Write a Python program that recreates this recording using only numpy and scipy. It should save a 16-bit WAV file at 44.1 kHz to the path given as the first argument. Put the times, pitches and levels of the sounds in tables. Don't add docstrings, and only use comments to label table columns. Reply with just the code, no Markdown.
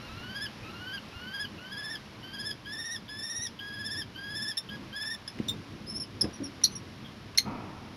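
import sys
import numpy as np
from scipy import signal
from scipy.fft import rfft, irfft, next_fast_len
from scipy.io import wavfile
from scipy.ndimage import map_coordinates

SR = 44100
rng = np.random.default_rng(int(sys.argv[2]) if len(sys.argv) > 2 else 0)


def log_audio(samples):
    frames = np.atleast_2d(samples).T
    limited = np.clip(frames, -1, 1)
    pcm = np.round(limited * 32767).astype(np.int16)
    wavfile.write(sys.argv[1], SR, pcm)


N = 351036
T = np.arange(N) / SR


def amp(db):
    return 10 ** (np.asarray(db) / 20)


def unit(x):
    return x / np.sqrt(np.mean(x ** 2) + 1e-20)


def along(points, hz):
    freqs, values = np.transpose(points)
    return np.interp(np.log(hz + 1), np.log(freqs + 1), values)


def span(length_s):
    t = T[:max(int(length_s * SR), 64)]
    return t, t / t[-1]


def add(track, start_s, x):
    part = track[round(start_s * SR):][:len(x)]
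    part += x[:len(part)]


def fade(t, edge_s):
    return np.clip(np.minimum(t - t[0], t[-1] - t) / edge_s, 0, 1)


def wobble(rate_hz, size=N):
    knots = rng.standard_normal(int(size * rate_hz / SR) + 4)
    return map_coordinates(knots, [np.arange(size) * rate_hz / SR])


def band(x, lo_hz, hi_hz):
    return signal.sosfilt(signal.butter(2, [lo_hz, hi_hz], "band", fs=SR, output="sos"), x)


def filtered(x, response):
    size = next_fast_len(N + SR // 2)
    return irfft(rfft(x, size) * response(np.fft.rfftfreq(size, 1 / SR)), size)[:N]


def noise(spectrum):
    return unit(filtered(rng.standard_normal(N), lambda hz: amp(along(spectrum, hz))))


def tone(hz, partials, jitter, jitter_hz):
    unsteady_hz = hz * (1 + jitter * wobble(jitter_hz, len(hz)))
    phase = 2 * np.pi * np.cumsum(unsteady_hz) / SR
    return np.sqrt(2) * sum(amp(db) * np.sin(k * phase) for k, db in partials)


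def air():
    # time in seconds, relative rumble level in dB, relative wind level in dB.
    swells = [(0.0, -48, -54), (0.54, -48.5, -56), (0.68, -48, -55.5), (3.3, -52, -59), (3.92, -49, -58.5),
              (4.66, -52, -58.5), (4.78, -45.5, -57), (5.15, -54.5, -58.5), (5.44, -44, -56),
              (6.08, -49, -58.5), (6.26, -46.5, -56.5), (7.4, -48, -58)]
    # frequency in Hz, relative level in dB.
    rumble_spectrum = [(20, -34), (45, -5.5), (70, -6), (95, 3), (125, 1), (175, -2), (215, 3), (250, -3.5),
                       (290, -2), (400, -9), (600, -18), (1500, -56)]
    wind_spectrum = [(100, -19), (500, 0.5), (900, 1), (1050, 3), (1250, 0), (3000, -3), (4500, -6.5),
                     (5600, -7), (5850, -12), (7000, -20.5), (8000, -28)]
    buffet_spectrum = [(20, -10), (50, -3), (95, 9), (140, -12), (300, -53)]
    # start in seconds, length in seconds, level in dB.
    buffets = [(0.06, 0.12, -44.5), (0.154, .06, -42.5), (1.145, 0.034, -43)]
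    times_s, rumble_db, wind_db = np.transpose(swells)
    rumble = amp(np.interp(T, times_s, rumble_db) + 1 + 1.7 * wobble(15)) * noise(rumble_spectrum)
    wind = amp(np.interp(T, times_s, wind_db) + 5.5 + 0.48 * wobble(2)) * noise(wind_spectrum)
    for start_s, length_s, db in buffets:
        t, progress = span(length_s)
        gust = unit(noise(buffet_spectrum)[:len(t)])
        add(wind, start_s, amp(db) * np.sin(np.pi * progress) * gust)
    return rumble + wind


def far_bang():
    # frequency in Hz, relative level in dB.
    spectrum = [(40, -15), (120, -6.5), (170, -2), (215, 1), (320, -4.5), (560, -14), (760, -7.5),
                (830, -14), (920, -4.5), (1020, -14.5), (1300, -9.5), (1600, -27), (2500, -20.5),
                (4000, -63)]
    start_s, attack_s, level_db, fall_db_per_s = 7.448, 0.018, -35.5, 35
    age_s = np.maximum(T - start_s, 0)
    return amp(level_db - fall_db_per_s * age_s) * np.minimum(age_s / attack_s, 1) * noise(spectrum)


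def wall_echo(x, early_db, early_t60_s, late_db, late_t60_s):
    t = T[:SR // 3]
    response = 0
    for db, t60_s in [(early_db, early_t60_s), (late_db, late_t60_s)]:
        tail = rng.standard_normal(len(t)) * amp(-60 * t / t60_s) * (1 - np.exp(-t / 0.0033))
        response = response + amp(db) * tail / np.linalg.norm(tail)
    return signal.fftconvolve(x, response)[:N]


def box_bumps():
    # start in seconds, relative level in dB, contact decay in seconds,
    # thud and rustle offsets in dB.
    bumps = [(5.4, -14, 0.0013, -35, -45), (5.409, -30, 0.002, -30, -40), (6.225, -34, 0.017, -11, -2),
             (6.241, -21, 0.0071, -5, -9), (6.25, -27, 0.038, -5, -9)]
    # frequency in Hz, relative level in dB, T60 in seconds.
    modes = [(140, -7, 0.037), (221, -2.5, 0.048), (301, 0, 0.052), (380, -5, 0.0236), (458, -4, 0.0205),
             (720, -11, 0.049)]
    out, t = np.zeros(N), T[:SR // 4]
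    for start_s, db, contact_s, thud_db, rustle_db in bumps:
        ring = sum(amp(mode_db + rng.normal(0, 1.7) - 60 * t / t60_s) * np.sin(2 * np.pi * hz * t)
                   for hz, mode_db, t60_s in modes)
        ring = band(ring, 130, 350)
        thud = amp(thud_db - 60 * t / 0.041) * np.sin(2 * np.pi * 85 * t)
        contact = np.exp(-t / contact_s)
        force = 0.065 * rng.standard_normal(len(t)) * contact
        force[0] = 1
        knock = amp(-7.5) * signal.fftconvolve(ring - thud, force)[:len(t)]
        rustle = amp(rustle_db) * contact * unit(band(rng.standard_normal(len(t)), 97, 430))
        add(out, start_s, amp(db) * (knock + rustle))
    return out


def claw_ticks():
    # start in seconds, relative level in dB.
    ticks = [(5.033, -39), (5.388, -36.5), (6.243, -34), (6.615, -38), (7.349, -36)]
    out, t = np.zeros(N), T[:SR // 4]
    for start_s, db in ticks:
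        burst = band(rng.standard_normal(len(t)), 910, 3300)
        add(out, start_s, amp(db + 3 - 60 * t / 0.051) * burst)
    return out


def foot_drag():
    # time in seconds, pitch in Hz, relative level in dB.
    contour = [(6.402, 297, -30.5), (6.412, 290, -34.5), (6.428, 281, -29), (6.442, 280, -41),
               (6.49, 281, -43)]
    times_s, pitches_hz, levels_db = np.transpose(contour)
    out, t = np.zeros(N), T[int(times_s[0] * SR):int(times_s[-1] * SR) + 2]
    hz, db = np.interp(t, times_s, pitches_hz), np.interp(t, times_s, levels_db)
    groan = tone(hz, [(1, db), (2, db - 19.5)], jitter=0.055, jitter_hz=220)
    add(out, t[0], fade(t, 0.0023) * groan)
    return out


def rasp(length_s, hz, db):
    t, _ = span(length_s)
    flutter = amp(1.5 * wobble(580, len(t)))
    voice = tone(np.full(len(t), hz), [(1, 0)], jitter=0.038, jitter_hz=750)
    return amp(db) * fade(t, 0.0014) * flutter * voice


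def lone_rasps():
    # start in seconds, length in seconds, frequency in Hz, level in dB.
    notes = [(0.629, 0.072, 2523, -55), (0.692, 0.018, 2782, -50), (6.033, 0.0098, 3040, -52),
             (7.044, 0.022, 3240, -50), (7.061, .046, 3192, -57)]
    out = np.zeros(N)
    for start_s, length_s, hz, db in notes:
        add(out, start_s, rasp(length_s, hz, db))
    return out


def squeals():
    # start, length and attack in seconds, third harmonic in Hz at the start,
    # middle and end, level in dB.
    notes = [(5.861, 0.072, 0.043, 4880, 5274, 5280, -37), (5.932, 0.054, 0.037, 5110, 5270, 5610, -33),
             (5.997, 0.045, .003, 5250, 5415, 4900, -36.5), (6.327, .052, 0.011, 5640, 5760, 5380, -50.5),
             (6.433, 0.039, 0.0099, 5760, 5540, 5200, -40), (6.711, 0.05, .006, 6130, 6060, 6060, -53),
             (6.752, 0.023, .003, 5400, 5700, 5470, -38)]
    out = np.zeros(N)
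    for start_s, length_s, attack_s, start_hz, middle_hz, end_hz, top_db in notes:
        t, progress = span(length_s)
        arch_hz = (middle_hz - (start_hz + end_hz) / 2) * (1 - (2 * progress - 1) ** 2)
        third_hz = start_hz + (end_hz - start_hz) * progress + arch_hz
        db = top_db - 12 * progress ** 4
        voice = tone(third_hz / 3, [(2, db - 50), (3, db), (4, db - 54)], jitter=0.01, jitter_hz=560)
        add(out, start_s, np.minimum(t / attack_s, 1) * fade(t, 0.0019) * voice)
    return out


def chips():
    # start, length and flip delay in seconds, opening and closing pitch in Hz,
    # third harmonic before the flip, second after it and fall of the third in dB,
    # accent delay in seconds, accent gain in dB, fundamental in dB.
    notes = [(4.570, 0.02, 0.0065, 1812, 1775, -31.5, -33.5, -1, 0.0069, 2.5, -48),
             (5.277, 0.015, 0.0013, 1750, 1683, -34, -45, 4.5, 0.0016, 4.5, -51.5),
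             (5.482, 0.024, 0.004, 1950, 1832, -37, -28, 13, 0.013, 5, -74),
             (6.21, 0.015, 0.0044, 1795, 1682, -22.5, -41, -3.5, .004, -0.5, -51),
             (6.636, 0.027, 0.0068, 1968, 2156, -21.5, -21, 21, 0.0048, 8, -60),
             (7.3747, 0.021, 0.0038, 1814, 2066, -21, -23, 11.5, .0098, 12.5, -44.5)]
    flip_width_s, second_rise_db = 0.0002, 20
    accent_attack_s, accent_decay_s, release_s = 0.0008, 0.0033, 0.0045
    out = np.zeros(N)
    for (start_s, length_s, flip_s, open_hz, close_hz, third_db, second_db, fall_db,
         accent_s, accent_gain_db, first_db) in notes:
        t, _ = span(length_s)
        flip = (1 + np.tanh((t - flip_s) / flip_width_s)) / 2
        accent_width_s = np.where(t < accent_s, accent_attack_s, accent_decay_s)
        accent_db = accent_gain_db * np.exp(-((t - accent_s) / accent_width_s) ** 2)
        envelope_db = accent_db - 10 * np.exp(-((t[-1] - t) / release_s) ** 2)
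        hz = (open_hz + (close_hz - open_hz) * flip) * (1 + 0.021 * wobble(264, len(t)))
        h1_db = first_db + envelope_db + 0.85 * accent_db
        h2_db = second_db + envelope_db - second_rise_db * (1 - flip)
        h3_db = third_db + envelope_db - fall_db * flip
        h4_db = h2_db - np.interp(hz, [1850, 2000], [17, 30])
        jitter = np.interp(hz, [1800, 2100], [0.007, 0.024])
        flutter = amp(np.interp(hz, [1800, 2100], [0.6, 1.6]) * wobble(1540, len(t)))
        hiss = amp(h1_db - 4.5) * unit(band(rng.standard_normal(len(t)), 2650, 3900))
        voice = tone(hz, [(1, h1_db), (2, h2_db), (3, h3_db), (4, h4_db)], jitter, jitter_hz=1590)
        add(out, start_s, fade(t, 0.0015) * (hiss + flutter * voice))
    return out


def whines():
    # start and end in seconds, start and end pitch in Hz, glide exponent (under 1 rises
    # early), times of the voice opening and of the last push in seconds, pushes per second, quaver as
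    # a share of pitch, base level in dB, tilt in dB per harmonic, rasp level in dB, crack depth 0-1.
    calls = [(0, .077, 1306, 1400, .5, .1, .044, 16.4, .02, -54.5, -1, -70, .05),
             (.08, .47, 1283, 1691, 1.15, .35, .429, 16.3, .057, -51.3, -1.6, -68, .95),
             (.64, .985, 1259, 1587, 1, .925, .944, 15.7, .053, -52.3, -3.8, -58, .85),
             (1.128, 1.458, 1359, 1660, 1, 1.335, 1.412, 16.1, .053, -51, -3, -53, .9),
             (1.585, 1.963, 1385, 1750, .66, 1.715, 1.912, 16.4, .06, -52.6, -2.4, -49, .9),
             (2.231, 2.519, 1535, 1716, 2.3, 2.33, 2.466, 16.7, .066, -52.5, .6, -57, .7),
             (2.656, 2.968, 1625, 1840, .68, 2.72, 2.925, 15.9, .056, -49.8, -.6, -52, .8),
             (3.088, 3.475, 1693, 1887, 1.2, 3.195, 3.433, 16.1, .05, -49.5, 2.5, -47.5, .9),
             (3.596, 4.027, 1640, 1755, 6.7, 3.84, 3.986, 16.4, .082, -50.3, 0, -41.5, .9),
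             (4.154, 4.524, 1503, 1714, .4, 4.34, 4.49, 16.7, .057, -49.3, .2, -50, .25),
             (4.695, 4.763, 1630, 1665, 1, 4.8, 4.785, 16.4, .01, -53.7, -1, -42.5, .1),
             (4.927, 5.153, 1600, 1782, .89, 4.955, 5.119, 20.2, .05, -49, -1.3, -66, .1)]
    # gain in dB over the call, on opening, in a push, when slack.
    effort_gains = [(4, -1, 2, -6.5), (1.5, 3, 5.5, 9.5), (5, 4.5, 7.5, 4.5)]
    # frequency in Hz, gain in dB.
    throat = [(1300, -3), (1500, -3), (1700, 5), (1800, 5.5), (1950, -3), (2600, -10), (3000, 0.6),
              (3350, -1), (3600, -5), (3900, -8), (4300, -12), (4700, -9.5), (5050, -2.5), (5500, -3.7),
              (5900, -6.5)]
    open_s, slack_s, rasp_s, squeeze_s = 0.012, 0.0071, 0.014, 0.054
    scoop_share, scoop_s = 0.048, 0.0063
    crack_share, crack_s = 0.13, 0.008
    clear_hz, strain_hz = 1570, 1750
    out = np.zeros(N)
    for (start_s, end_s, start_hz, end_hz, bend, opens_at_s, last_push_s, push_hz, quaver,
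         db, tilt_db, rasp_db, crack_depth) in calls:
        t, effort = span(end_s - start_s)
        left_s = t[-1] - t
        opened = (1 + np.tanh((start_s + t - opens_at_s) / open_s)) / 2
        pulses = np.abs(np.cos(np.pi * push_hz * (start_s + t - last_push_s))) ** 2.1
        push = (effort + opened * (1 - effort)) * pulses
        crack = crack_depth * np.exp(-(left_s / crack_s) ** 2)
        slack = np.exp(-t / slack_s) + np.exp(-left_s / slack_s)
        glide_hz = start_hz + (end_hz - start_hz) * effort ** bend
        scoop = scoop_share * np.exp(-t / scoop_s)
        hz = glide_hz * (1 + quaver * push) * (1 - scoop - crack_share * crack)

        partials = []
        for k, (swell_db, open_db, push_db, slack_db) in enumerate(effort_gains, 1):
            base_db = db + along(throat, k * hz) + (k - 2) * tilt_db
            effort_db = swell_db * effort + open_db * opened + push_db * push + slack_db * slack
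            crack_db = 2 * crack if k == 2 else 0
            partials.append((k, base_db + effort_db + crack_db))
        strain = np.clip((hz - strain_hz) / 200, 0, 1)
        third_db = partials[-1][1]
        partials.append((4, third_db - 21 - 9 * strain))

        hoarse = np.clip((clear_hz - glide_hz) / 200, 0, 1)
        jitter = 0.006 + 0.0066 * hoarse + push * (0.003 + 0.005 * strain) + 0.015 * crack
        flutter = amp(1.1 * wobble(190, len(t)))
        squeeze = amp(2 * crack_depth * np.exp(-(left_s / squeeze_s) ** 2))
        voice = tone(hz, partials, jitter, jitter_hz=520)
        add(out, start_s, fade(t, 0.0025) * squeeze * flutter * voice)
        add(out, start_s - rasp_s / 2, rasp(rasp_s, 2 * start_hz * (1 - scoop_share / 2), rasp_db))
    return out


def scene():
    birds = whines() + lone_rasps() + chips() + squeals()
    box = box_bumps() + claw_ticks() + foot_drag()
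    echo_send = birds + amp(-1.5) * box
    echo = wall_echo(echo_send, early_db=-7.5, early_t60_s=0.07, late_db=-15, late_t60_s=0.16)
    return (birds + box + echo + far_bang() + air())[None]


def record(dry):
    camera_hz, top_hz, ceiling = 16000, 15850, 0.7

    def anti_alias(hz):
        droop = np.sinc(np.minimum(hz / camera_hz, 0.5)) ** 2
        return np.clip((camera_hz / 2 - hz) / 120, 0, 1) / droop

    limited = dry[0] / (1 + (dry[0] / ceiling) ** 6) ** (1 / 6)
    sample_times_s = np.arange(int(N * camera_hz / SR)) / camera_hz
    samples = map_coordinates(filtered(limited, anti_alias), [sample_times_s * SR])
    joined = np.interp(T, sample_times_s, samples)
    return filtered(joined, lambda hz: hz < top_hz)[None]


dry = scene()
out = record(dry)
log_audio(out)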